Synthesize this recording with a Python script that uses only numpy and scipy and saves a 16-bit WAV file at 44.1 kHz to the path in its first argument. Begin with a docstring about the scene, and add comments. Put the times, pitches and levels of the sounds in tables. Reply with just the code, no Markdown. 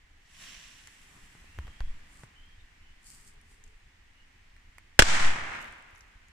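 """Under a softly rustling canopy, two small firecrackers are lit on a tree stump in a forest. Their fuses flare
and fizz as shaped, grainy noise while someone steps back through dry leaves, heard as knocks, scuffs and
rubbing clothes; a bird calls far off in gliding tones. The crackers burst 30 ms apart as shock waves that
overload the microphone, the trunks scatter the bang back as decaying noise, and scraps patter down on the
leaf litter as short resonant ticks."""
import sys
import numpy as np
from scipy import signal
from scipy.fft import rfft, irfft
from scipy.io import wavfile

SR = 44100
rng = np.random.default_rng(int(sys.argv[2]) if len(sys.argv) > 2 else 0)


def to_wav(s):
    """Save 16-bit WAV."""
    ch = np.atleast_2d(s).T  # columns
    pcm = np.round(np.clip(ch, -1, 1) * 32767)  # PCM
    wavfile.write(sys.argv[1], SR, pcm.astype(np.int16))


N = 278700
TIME = np.arange(N) / SR   # s
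BINS = np.maximum(np.fft.rfftfreq(N, 1 / SR), 1)   # Hz


def from_db(db):
    """Logarithmic level: decibels become an amplitude gain."""
    return 10 ** (np.asarray(db) / 20)


def rms_one(x):
    """Normalisation: scale a signal to unit root mean square."""
    return x / np.sqrt(np.mean(x ** 2) + 1e-20)


def held(rows):
    """Linear interpolation of a level over time, held at its ends."""
    times, levels = np.transpose(rows)
    return np.interp(TIME, times, levels)


def at_bins(points):
    """Interpolation over log frequency, read at every spectral bin."""
    hz, value = np.transpose(points)
    return np.interp(np.log(BINS), np.log(hz), value)


def shape(spectrum):
    """Spectral envelope: a gain per bin that falls steeply beyond the ends of the table."""
    lowest_hz, highest_hz = spectrum[0][0], spectrum[-1][0]
    low_skirt = 1 + (lowest_hz / BINS / 2 ** .5) ** 8
    high_skirt = 1 + (BINS / highest_hz / 2 ** .5) ** 8
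    skirts = 1 / np.sqrt(low_skirt * high_skirt)
    return rms_one(from_db(at_bins(spectrum)) * skirts + 1e-5)


def filtered(x, hz, kind, order=2):
    """Butterworth filtering: a maximally flat pass band."""
    sos = signal.butter(order, np.clip(hz, 5, .45 * SR), kind, fs=SR, output="sos")
    return signal.sosfilt(sos, x + 1e-18)


def pan(db):
    """Interaural level difference: left and right gains, with the left louder for positive dB."""
    return from_db(np.array([[db], [-db]]) / 2)


def flutter(hz, depth_db):
    """Random amplitude modulation: a gain that wanders more slowly than about hz, with depth as rms."""
    return from_db(depth_db * rms_one(filtered(rng.standard_normal(N), hz, "low")))


# Likeness of the channels in diffuse sound. Each row: frequency in Hz, left-right correlation.
DIFFUSE_LIKENESS = [(30, .99), (170, 0.98), (290, 0.78), (420, 0), (800, 0.0034), (1400, 0.1),
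                    (2200, 0.086), (14000, -0.039)]


def noise(spectrum, grain_db=0, likeness=DIFFUSE_LIKENESS):
    """Interchannel coherence: stereo noise mixed from mid and side; uneven grains make it crackle."""
    white = rng.standard_normal((2, N))
    grains = from_db(grain_db * np.minimum(rng.exponential(1, N), 7))
    mid, side = rfft(white * grains)
    alike = np.clip(at_bins(likeness), -1, 1)
    stereo = np.sqrt(1 + alike) * mid + np.sqrt(1 - alike) * side * [[1], [-1]]
    return rms_one(irfft(stereo * shape(spectrum), N))


def decay(s, seconds):
    """Exponential relaxation: an envelope that starts at time s."""
    return (TIME >= s) * np.exp(-np.clip((TIME - s) / seconds, 0, 40))


def shock(s, seconds):
    """Blast wave: a pressure jump followed by a longer suction."""
    return decay(s, seconds) * (1 - (TIME - s) / seconds)


def ring(x, hz, width_hz):
    """Damped resonance: a two-pole filter with about unit gain at its peak."""
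    r = np.exp(-np.pi * width_hz / SR)
    numerator = [(1 - r * r) / 2, 0, (r * r - 1) / 2]
    denominator = [1, -2 * r * np.cos(2 * np.pi * hz / SR), r * r]
    return signal.lfilter(numerator, denominator, x + 1e-18)


def swell(s, db, rise, hold, fall):
    """Growth and decay linear in dB: reaches db at time s, holds; rise and fall are seconds per 20 dB."""
    below = np.maximum((s - TIME) / rise, 0) + np.maximum((TIME - s - hold) / fall, 0)
    return from_db(db - 20 * np.minimum(below, 10))


def together(envelopes):
    """Incoherent summation: unrelated sounds add in power."""
    return np.sqrt(sum(e ** 2 for e in envelopes))


# Level of the rustling canopy. Each row: time in seconds, relative level in dB.
CANOPY_LEVEL = [(0, -67.5), (.8, -62.5), (1.9, -60.5), (2.4, -64), (3.8, -66), (4.9, -65.5)]
# Spectrum of the canopy. Each row: frequency in Hz, relative level in dB.
CANOPY_SPECTRUM = [(88, -35), (150, -11), (274, -6), (308, -9.5), (381, -10), (583, -13.5), (796, -8),
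                   (1340, -8.5), (1870, 0), (2600, -5.5), (2920, -6.5), (3910, -13.5), (7710, -18.5),
                   (12800, -33.5), (15500, -26.5)]
# Spectrum of wind on the microphone. Each row: frequency in Hz, relative level in dB.
WIND_SPECTRUM = [(8.8, -39), (15, 10), (32, -1), (54, -5.5), (80, -5), (119, -17), (193, -23.5),
                 (500, -34.5), (650, -62), (1100, -120)]
WIND_START_DB, WIND_DB, WIND_RISE_S = -62, -58.5, 1.4   # wind grows from the start over this time
STEP_GUST_S, STEP_GUST_DB = 1.65, -51   # a quick step back pushes air over the microphone
BLAST_GUST_DB, BLAST_GUST_FALL_S = -44, .65   # and so does the blast


def background():
    """Turbulence noise: soft rustle of the canopy and lumpy wind on the microphone."""
    canopy = from_db(held(CANOPY_LEVEL) + 2.0) * noise(CANOPY_SPECTRUM) * pan(-.8)
    breeze = from_db(np.interp(TIME, [0, WIND_RISE_S], [WIND_START_DB, WIND_DB]))
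    step = swell(STEP_GUST_S, STEP_GUST_DB, rise=.5, hold=.04, fall=.15)
    blast = swell(BURSTS[1][0], BLAST_GUST_DB, rise=.05, hold=.03, fall=BLAST_GUST_FALL_S)
    wind = together([breeze, step, blast]) * noise(WIND_SPECTRUM) * flutter(20, depth_db=3.0)
    return canopy + wind


# Spectrum of the gas jet. Each row: frequency in Hz, relative level in dB.
FUSE_HISS_SPECTRUM = [(410, -26), (700, -12), (831, -23), (1080, -4.5), (1180, -12.5), (1930, 1.5),
                      (2150, -0.5), (2630, 1.5), (4540, -5.5), (5220, -5), (5680, 1), (6130, -6),
                      (7500, -6), (9000, -35.5), (11700, -34), (19800, -120)]
# Spectrum of the fine sparks. Each row: frequency in Hz, relative level in dB.
FUSE_SIZZLE_SPECTRUM = [(3500, -16), (5800, -6.5), (6800, -5), (7700, 2), (8600, -5), (9500, -4),
                        (11500, -10.5), (15000, -20)]
# Stereo balance of the fuses. 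Each row: frequency in Hz, left-right difference in dB.
FUSE_BALANCE_BY_BAND = [(300, 0), (600, -17), (1300, -3), (1900, 5), (2900, -14), (4200, -1.5), (6000, 4),
                        (9500, -1), (14000, 0)]
# Spits of the burning fuses. Each row: start in seconds, relative level in dB.
FUSE_SPITS = [(.873, -41.5), (.881, -44), (4.565, -48), (4.783, -34.5)]
# Spectrum of the spits. Each row: frequency in Hz, relative level in dB.
SPIT_SPECTRUM = [(300, -20), (900, -5.5), (2000, 13), (4000, -14), (9000, -7.5), (14000, -22)]
# Likeness of the channels for near sounds. Each row: frequency in Hz, left-right correlation.
STUMP_LIKENESS = [(300, .8), (520, 0), (1100, 0.98), (1800, 1), (2500, -.1), (3700, 0.68), (6000, -0.051),
                  (8000, -0.074), (14000, -0.052)]
# the heads flare up, then burn steadily and fade as the microphone backs away
# levels are before flutter and balance; rises and falls are times for 20 dB
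FLARE_S, FLARE_RISE_S, FLARE_HOLD_S, FLARE_FALL_S = .42, .155, .125, .5
FLARE_HISS_DB, FLARE_SIZZLE_DB, FLARE_SIZZLE_FALL_S = -50.6, -56.3, .5
BURN_HISS_DB, BURN_SIZZLE_DB, BURN_HOLD_S, RETREAT_FALL_S = -68.3, -65.8, .8, 1.1


def fuses():
    """Jet noise: burning powder hisses with fine sparks in it, a flare, then a steady burn with spits."""
    burn = swell(FLARE_S, 0, FLARE_RISE_S, BURN_HOLD_S, RETREAT_FALL_S)
    gas_flare = swell(FLARE_S, FLARE_HISS_DB, FLARE_RISE_S, FLARE_HOLD_S, FLARE_FALL_S)
    spark_flare = swell(FLARE_S, FLARE_SIZZLE_DB, FLARE_RISE_S, 0, FLARE_SIZZLE_FALL_S)
    gas = together([gas_flare, from_db(BURN_HISS_DB) * burn])
    sizzle = together([spark_flare, from_db(BURN_SIZZLE_DB) * burn])
    hiss = gas * noise(FUSE_HISS_SPECTRUM, grain_db=2.5, likeness=STUMP_LIKENESS)
    hiss = hiss * flutter(36, depth_db=0.87)
    sparks = sizzle * noise(FUSE_SIZZLE_SPECTRUM, grain_db=2.5, likeness=STUMP_LIKENESS)
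    sparks = sparks * flutter(60, depth_db=1.0)
    balance = from_db(at_bins(FUSE_BALANCE_BY_BAND) * [[1], [-1]] / 2)
    jet = irfft(rfft(hiss + sparks) * balance, N)
    spits = sum(from_db(db) * (decay(s, 0.00091) + 0.16 * decay(s, 0.0095)) for s, db in FUSE_SPITS)
    return jet + from_db(-3.0) * spits * noise(SPIT_SPECTRUM, likeness=STUMP_LIKENESS)


# Clothes rubbing as the walker backs away. Each row: peak time in seconds, relative level in dB,
# rise and fall in seconds per 20 dB.
CLOTHES_RUBS = [(.45, -62.5, .25, .6), (1.18, -60, .2, .15), (1.36, -66.5, .15, .4), (1.63, -60.5, .1, .25),
                (1.9, -65, .2, .5), (2.2, -63, .25, .3), (3.15, -67.5, .25, .4), (3.35, -70, .3, .4)]
# Spectrum of the clothes. Each row: frequency in Hz, relative level in dB.
CLOTHES_SPECTRUM = [(90, 1.5), (180, 4), (400, -9.5), (700, -14.5), (1200, -3.5), (2000, -23)]
# Knocks of steps and handling. 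Each row: start in seconds, relative click level in dB,
# low-pass corner of the click in Hz, thud level in dB, thud frequency in Hz.
STEP_KNOCKS = [(1.351, -42.5, 900, -48, 120), (1.443, -41, 500, -55, 200), (1.578, -54, 1000, -36, 50),
               (1.588, -34, 3000, -25.5, 70), (1.670, -41, 3000, -50, 70), (1.679, -34.5, 800, -38.5, 64.4),
               (1.8053, -26.5, 1500, -23.5, 44), (2.2348, -31.5, 800, -39, 112),
               (3.516, -40, 220, -51, 60.3)]
# Shoes brushing dry leaves. Each row: peak time in seconds, relative level in dB,
# rise in seconds per 20 dB, hold in seconds, fall in seconds per 20 dB; the lift adds its own slopes.
LEAF_SCUFFS = [(2.13, -62.5, .11, .11, .04), (3.07, -52, .05, .02, .4), (3.27, -57, .02, .01, .06),
               (3.51, -64, .12, .02, .12), (3.65, -72, .03, .01, .25)]
# Spectrum of the scuffs. Each row: frequency in Hz, relative level in dB.
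SCUFF_SPECTRUM = [(2060, -24), (2900, -12), (3700, -19), (4660, -6), (5910, -10), (7680, -2), (9440, -4.5),
                  (10300, -14.5), (12700, -16.5), (15000, -24)]
LIFT_S, LIFT_FALL_S = .22, .1   # the shoe leaves the ground this long after a scuff peaks; fall per 20 dB


def steps():
    """Impact and friction: dull knocks with a low thud, leaves brushed aside and rubbing clothes."""
    grit_spectrum = [(120, 4), (600, 0.5), (1700, 4.5), (4000, -9), (12000, -8.5)]
    grit = noise(grit_spectrum, likeness=STUMP_LIKENESS)
    knocks = 0
    for s, click_db, bright_hz, thud_db, thud_hz in STEP_KNOCKS:
        click = (decay(s, 0.00096) + 0.19 * decay(s, 0.0074)) * grit + shock(s, 0.00017)
        click = from_db(click_db) * filtered(click, bright_hz, "low", order=1)
        thud = decay(s, 0.86 / thud_hz) * np.sin(2 * np.pi * thud_hz * (TIME - s))
        knocks = knocks + click - from_db(thud_db) * thud
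    brushing = together(swell(s, db, rise, hold, fall) * swell(s, 0, 1, LIFT_S, LIFT_FALL_S)
                        for s, db, rise, hold, fall in LEAF_SCUFFS)
    leaves = brushing * noise(SCUFF_SPECTRUM, grain_db=4) * flutter(80, depth_db=0.2)
    rubbing = together(swell(s, db, rise, 0, fall) for s, db, rise, fall in CLOTHES_RUBS)
    clothes = rubbing * noise(CLOTHES_SPECTRUM)
    return knocks + from_db(-1.5) * leaves * pan(0.53) + from_db(1) * clothes


# Leaves ticking under a spark, a shoe or a falling scrap. Each row: time in seconds (the touch begins
# 0.83 ms later), level of the touch in dB before resonance, resonance in Hz.
TOUCHED_LEAVES = [(0.8717, -42.5, 7150), (3.275, -52, 7000), (3.4123, -52, 9370), (3.6384, -46.5, 7100),
                  (3.6767, -57, 6830), (5.5288, -47, 7400), (5.619, -54, 10000), (5.6564, -57, 11000),
                  (5.7232, -45.5, 8550), (5.823, -54, 8100), (5.9085, -60, 11000), (5.952, -57, 10500),
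                  (5.9584, -58, 6030), (5.9774, -58, 10000), (5.9914, -58, 10500), (6.0069, -48.5, 5700),
                  (6.2831, -53, 7600)]
# Showers of paper scraps and grit. Each row: peak time in seconds, level in dB before flutter.
SCRAP_SHOWERS = [(5.6, -62), (5.96, -72)]
# Spectrum of the showers. Each row: frequency in Hz, relative level in dB.
PATTER_SPECTRUM = [(4500, -6), (7000, 4), (9500, -4), (12000, -6), (15000, -10)]
SHOWER_RISE_S, SHOWER_FALL_S = .09, .22   # per 20 dB


def leaf_ticks():
    """Excited resonance: each touched leaf ticks at a pitch of its own; later, finer scraps patter down."""
    crackle = noise([(2500, -6), (6000, 2), (10000, -4), (14000, -7)], grain_db=2)
    ticks = 0
    for s, db, hz in TOUCHED_LEAVES:
        touch = from_db(db) * decay(s + 0.00083, 0.0023) * crackle
        ticks = ticks + (2.0 * ring(touch, hz, 750) + 0.17 * touch) * pan(rng.normal(0, 2))
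    showers = together(swell(s, db, SHOWER_RISE_S, 0, SHOWER_FALL_S) for s, db in SCRAP_SHOWERS)
    return ticks + showers * noise(PATTER_SPECTRUM, grain_db=6.5) * flutter(110, depth_db=3.0)


# Notes of a distant bird. Each row: start in seconds, length in seconds, start frequency in Hz,
# end frequency in Hz, relative level in dB.
BIRD_NOTES = [(1.47, .2, 2620, 2900, -65), (1.64, .26, 3150, 3350, -64), (2.35, .11, 2980, 3140, -59.5),
              (2.46, .1, 3130, 3240, -64), (2.585, .04, 3720, 3580, -66), (2.83, .1, 3000, 2950, -65),
              (4.15, .1, 2880, 2880, -64.5)]
# A faint far hoot. Each row: start in seconds, length in seconds, start frequency in Hz,
# end frequency in Hz, relative level in dB.
HOOT_NOTES = [(3.23, .16, 400, 415, -73), (3.5, .24, 425, 418, -72.5)]
NOTE_EDGE_S = .03   # a note swells and dies within this time


def far_call(notes, smear_hz):
    """Multiple scattering: thin gliding notes, smeared by the trees in amplitude and phase."""
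    call = 0   # complex, so that both quadratures can wander
    for s, length, start_hz, end_hz, db in notes:
        glide_hz = np.interp(TIME, [s, s + length], [start_hz, end_hz])
        phase = 2 * np.pi * np.cumsum(glide_hz) / SR
        inside = np.minimum(TIME - s, s + length - TIME)
        edges = np.clip(inside / NOTE_EDGE_S + .5, 0, 1)
        call = call + from_db(db) * edges * np.exp(1j * phase)
    smear = rms_one(filtered(rng.standard_normal((2, 2, N)), smear_hz, "low"))
    return from_db(-3.0) * (smear[0] * call.imag + smear[1] * call.real)


JOLT_S, JOLT_DB, JOLT_HZ = 1.805, -26.5, 8


def jolt():
    """Inertial sway: the heaviest step rocks the microphone, a slow pressure wobble with a soft rumble."""
    sway = swell(JOLT_S + .03, JOLT_DB, rise=.017, hold=.05, fall=.13)
    wobble = np.sin(2 * np.pi * JOLT_HZ * (TIME - JOLT_S))
    rumble = from_db(-12.5) * noise([(20, 12.5), (60, -3), (150, -25)])
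    return sway * (wobble + rumble)


# The two bursts. Each row: time in seconds, relative shock level in dB, relative shattering level in dB,
# shattering decay in seconds, lag of the left channel in seconds, left-right difference of the shock in dB.
BURSTS = [(4.9915, 6.5, -1.5, 0.0065, .00006, 1.5), (5.0220, -5.5, -10, 0.0029, 0.000082, 8)]
# Spectrum of the shattering. Each row: frequency in Hz, relative level in dB.
BURST_SPECTRUM = [(100, -11), (250, -13.5), (380, -1), (520, -9), (720, -4), (1000, -13), (1550, -4.5),
                  (2100, -7), (2500, -10), (2900, -3), (3800, -13.5), (4700, -15), (5400, -10), (6500, -17),
                  (7900, -14), (10000, -27), (12000, -32), (15000, -42)]
# Low pushes of the expanding gas. Each row: start in seconds, level in dB before the low-pass,
# decay in seconds.
GAS_PUSHES = [(4.9945, -7.5, 0.0069), (5.0225, -11.5, 0.013)]


def bangs():
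    """Shock radiation: each case bursts with a blast wave; stump and ground break it into a dense crash."""
    crash, wave = 0, 0
    for s, shock_db, shatter_db, seconds, lag, side_db in BURSTS:
        crash = crash + from_db(shatter_db) * (decay(s, seconds) + from_db(-25.5) * decay(s, 0.017))
        two_sides = np.array([shock(s + lag, .0002), shock(s, .0002)])
        wave = wave + from_db(shock_db) * two_sides * pan(side_db)
    crash = crash * noise(BURST_SPECTRUM)
    treble = filtered(crash, 4000, "high", order=1)
    crash = (crash - treble) * pan(-1.5) + treble * pan(4)
    # the shock comes again off the ground, and both set the microphone ports ringing
    wave = wave + .6 * np.roll(wave, round(0.0012 * SR), axis=1)
    ports = 1.9 * ring(wave, 1570, 330) - 2.0 * ring(wave, 2850, 350) + 1.3 * ring(wave, 5400, 600)
    # the second push arrives as suction
    push = sum((-1) ** k * from_db(db) * decay(s, seconds) for k, (s, db, seconds) in enumerate(GAS_PUSHES))
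    return crash + 0.94 * filtered(wave, 4500, "low") + ports + filtered(push, 110, "low", order=1)


# Groups of trunks that scatter the bang back. Each row: delay in seconds, relative level in dB,
# rise in seconds per 20 dB, hold in seconds, fall in seconds per 20 dB.
TRUNK_GROUPS = [(.11, -29.7, .25, .17, .21), (.4, -39.2, .3, .17, .33), (.88, -60.5, .4, .08, .8)]
# Spectrum of the returning body. Each row: frequency in Hz, relative level in dB.
ECHO_BODY_SPECTRUM = [(60, -7), (168, -7), (270, -10), (400, -10), (554, -8.5), (950, -1.5), (1150, -2),
                      (1700, 1), (2100, 0.5), (2710, -6), (3300, -12.5), (4500, -23)]
# Spectrum of the returning treble. Each row: frequency in Hz, relative level in dB.
ECHO_TREBLE_SPECTRUM = [(2200, -12), (2900, 5), (4000, 3), (5500, 2), (7700, 0.5), (9500, -9.5),
                        (12000, -27), (15000, -36.5)]
ECHO_BODY_DB, ECHO_TREBLE_DB = 1.2, 1.2   # relative to the trunk groups
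TREBLE_LOSS_DB_PER_S = 35   # air and leaves absorb treble on the way


def forest_echo():
    """Diffuse scattering: countless small echoes off trunks and slope; the far ones come back duller."""
    fired = BURSTS[0][0]
    groups = together(swell(fired + delay, db, rise, hold, fall)
                      for delay, db, rise, hold, fall in TRUNK_GROUPS)
    returned = (TIME > fired) * groups
    absorbed = from_db(ECHO_TREBLE_DB - TREBLE_LOSS_DB_PER_S * np.maximum(TIME - fired, 0))
    body = noise(ECHO_BODY_SPECTRUM, grain_db=2.5) * pan(-0.66)
    treble = noise(ECHO_TREBLE_SPECTRUM, grain_db=1.5) * pan(1.5)
    # every trunk returns both bursts, one just after the other
    gap = round((BURSTS[1][0] - BURSTS[0][0]) * SR)
    body, treble = [rms_one(x + .5 * np.roll(x, gap, axis=1)) for x in (body, treble)]
    echo = body * from_db(ECHO_BODY_DB) + absorbed * treble
    return returned * echo * flutter(70, depth_db=0.7)


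SWING_HZ, SWING_PEAK_S, SWING_DB = 2.85, 5.235, -13


def overload_swing():
    """Damped recovery: the overloaded microphone's pressure offset swings slowly to rest, with a rumble."""
    since = TIME - BURSTS[1][0]
    swing = (since > 0) * swell(SWING_PEAK_S, SWING_DB, rise=.36, hold=.025, fall=.15)
    rumble = from_db(-31) * noise([(12, 2), (30, -7.5), (60, -18), (120, -31)])
    return swing * (np.sin(2 * np.pi * SWING_HZ * since) + rumble)


def scene():
    """Superposition: the pressures of all sources add at the microphone."""
    calls = far_call(BIRD_NOTES, smear_hz=60) + far_call(HOOT_NOTES, smear_hz=30)
    crackers = fuses() + bangs() + overload_swing() + forest_echo()
    return crackers + steps() + jolt() + leaf_ticks() + calls + background()


CUTOFF_HZ = 15200


def record(dry):
    """Saturation and band limiting: the bang overloads the input, and the top is cut."""
    clipped = dry / (1 + dry ** 6) ** (1 / 6)
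    return signal.sosfilt(signal.ellip(10, .1, 70, CUTOFF_HZ, fs=SR, output="sos"), clipped)


dry = scene()
out = record(dry)
to_wav(out)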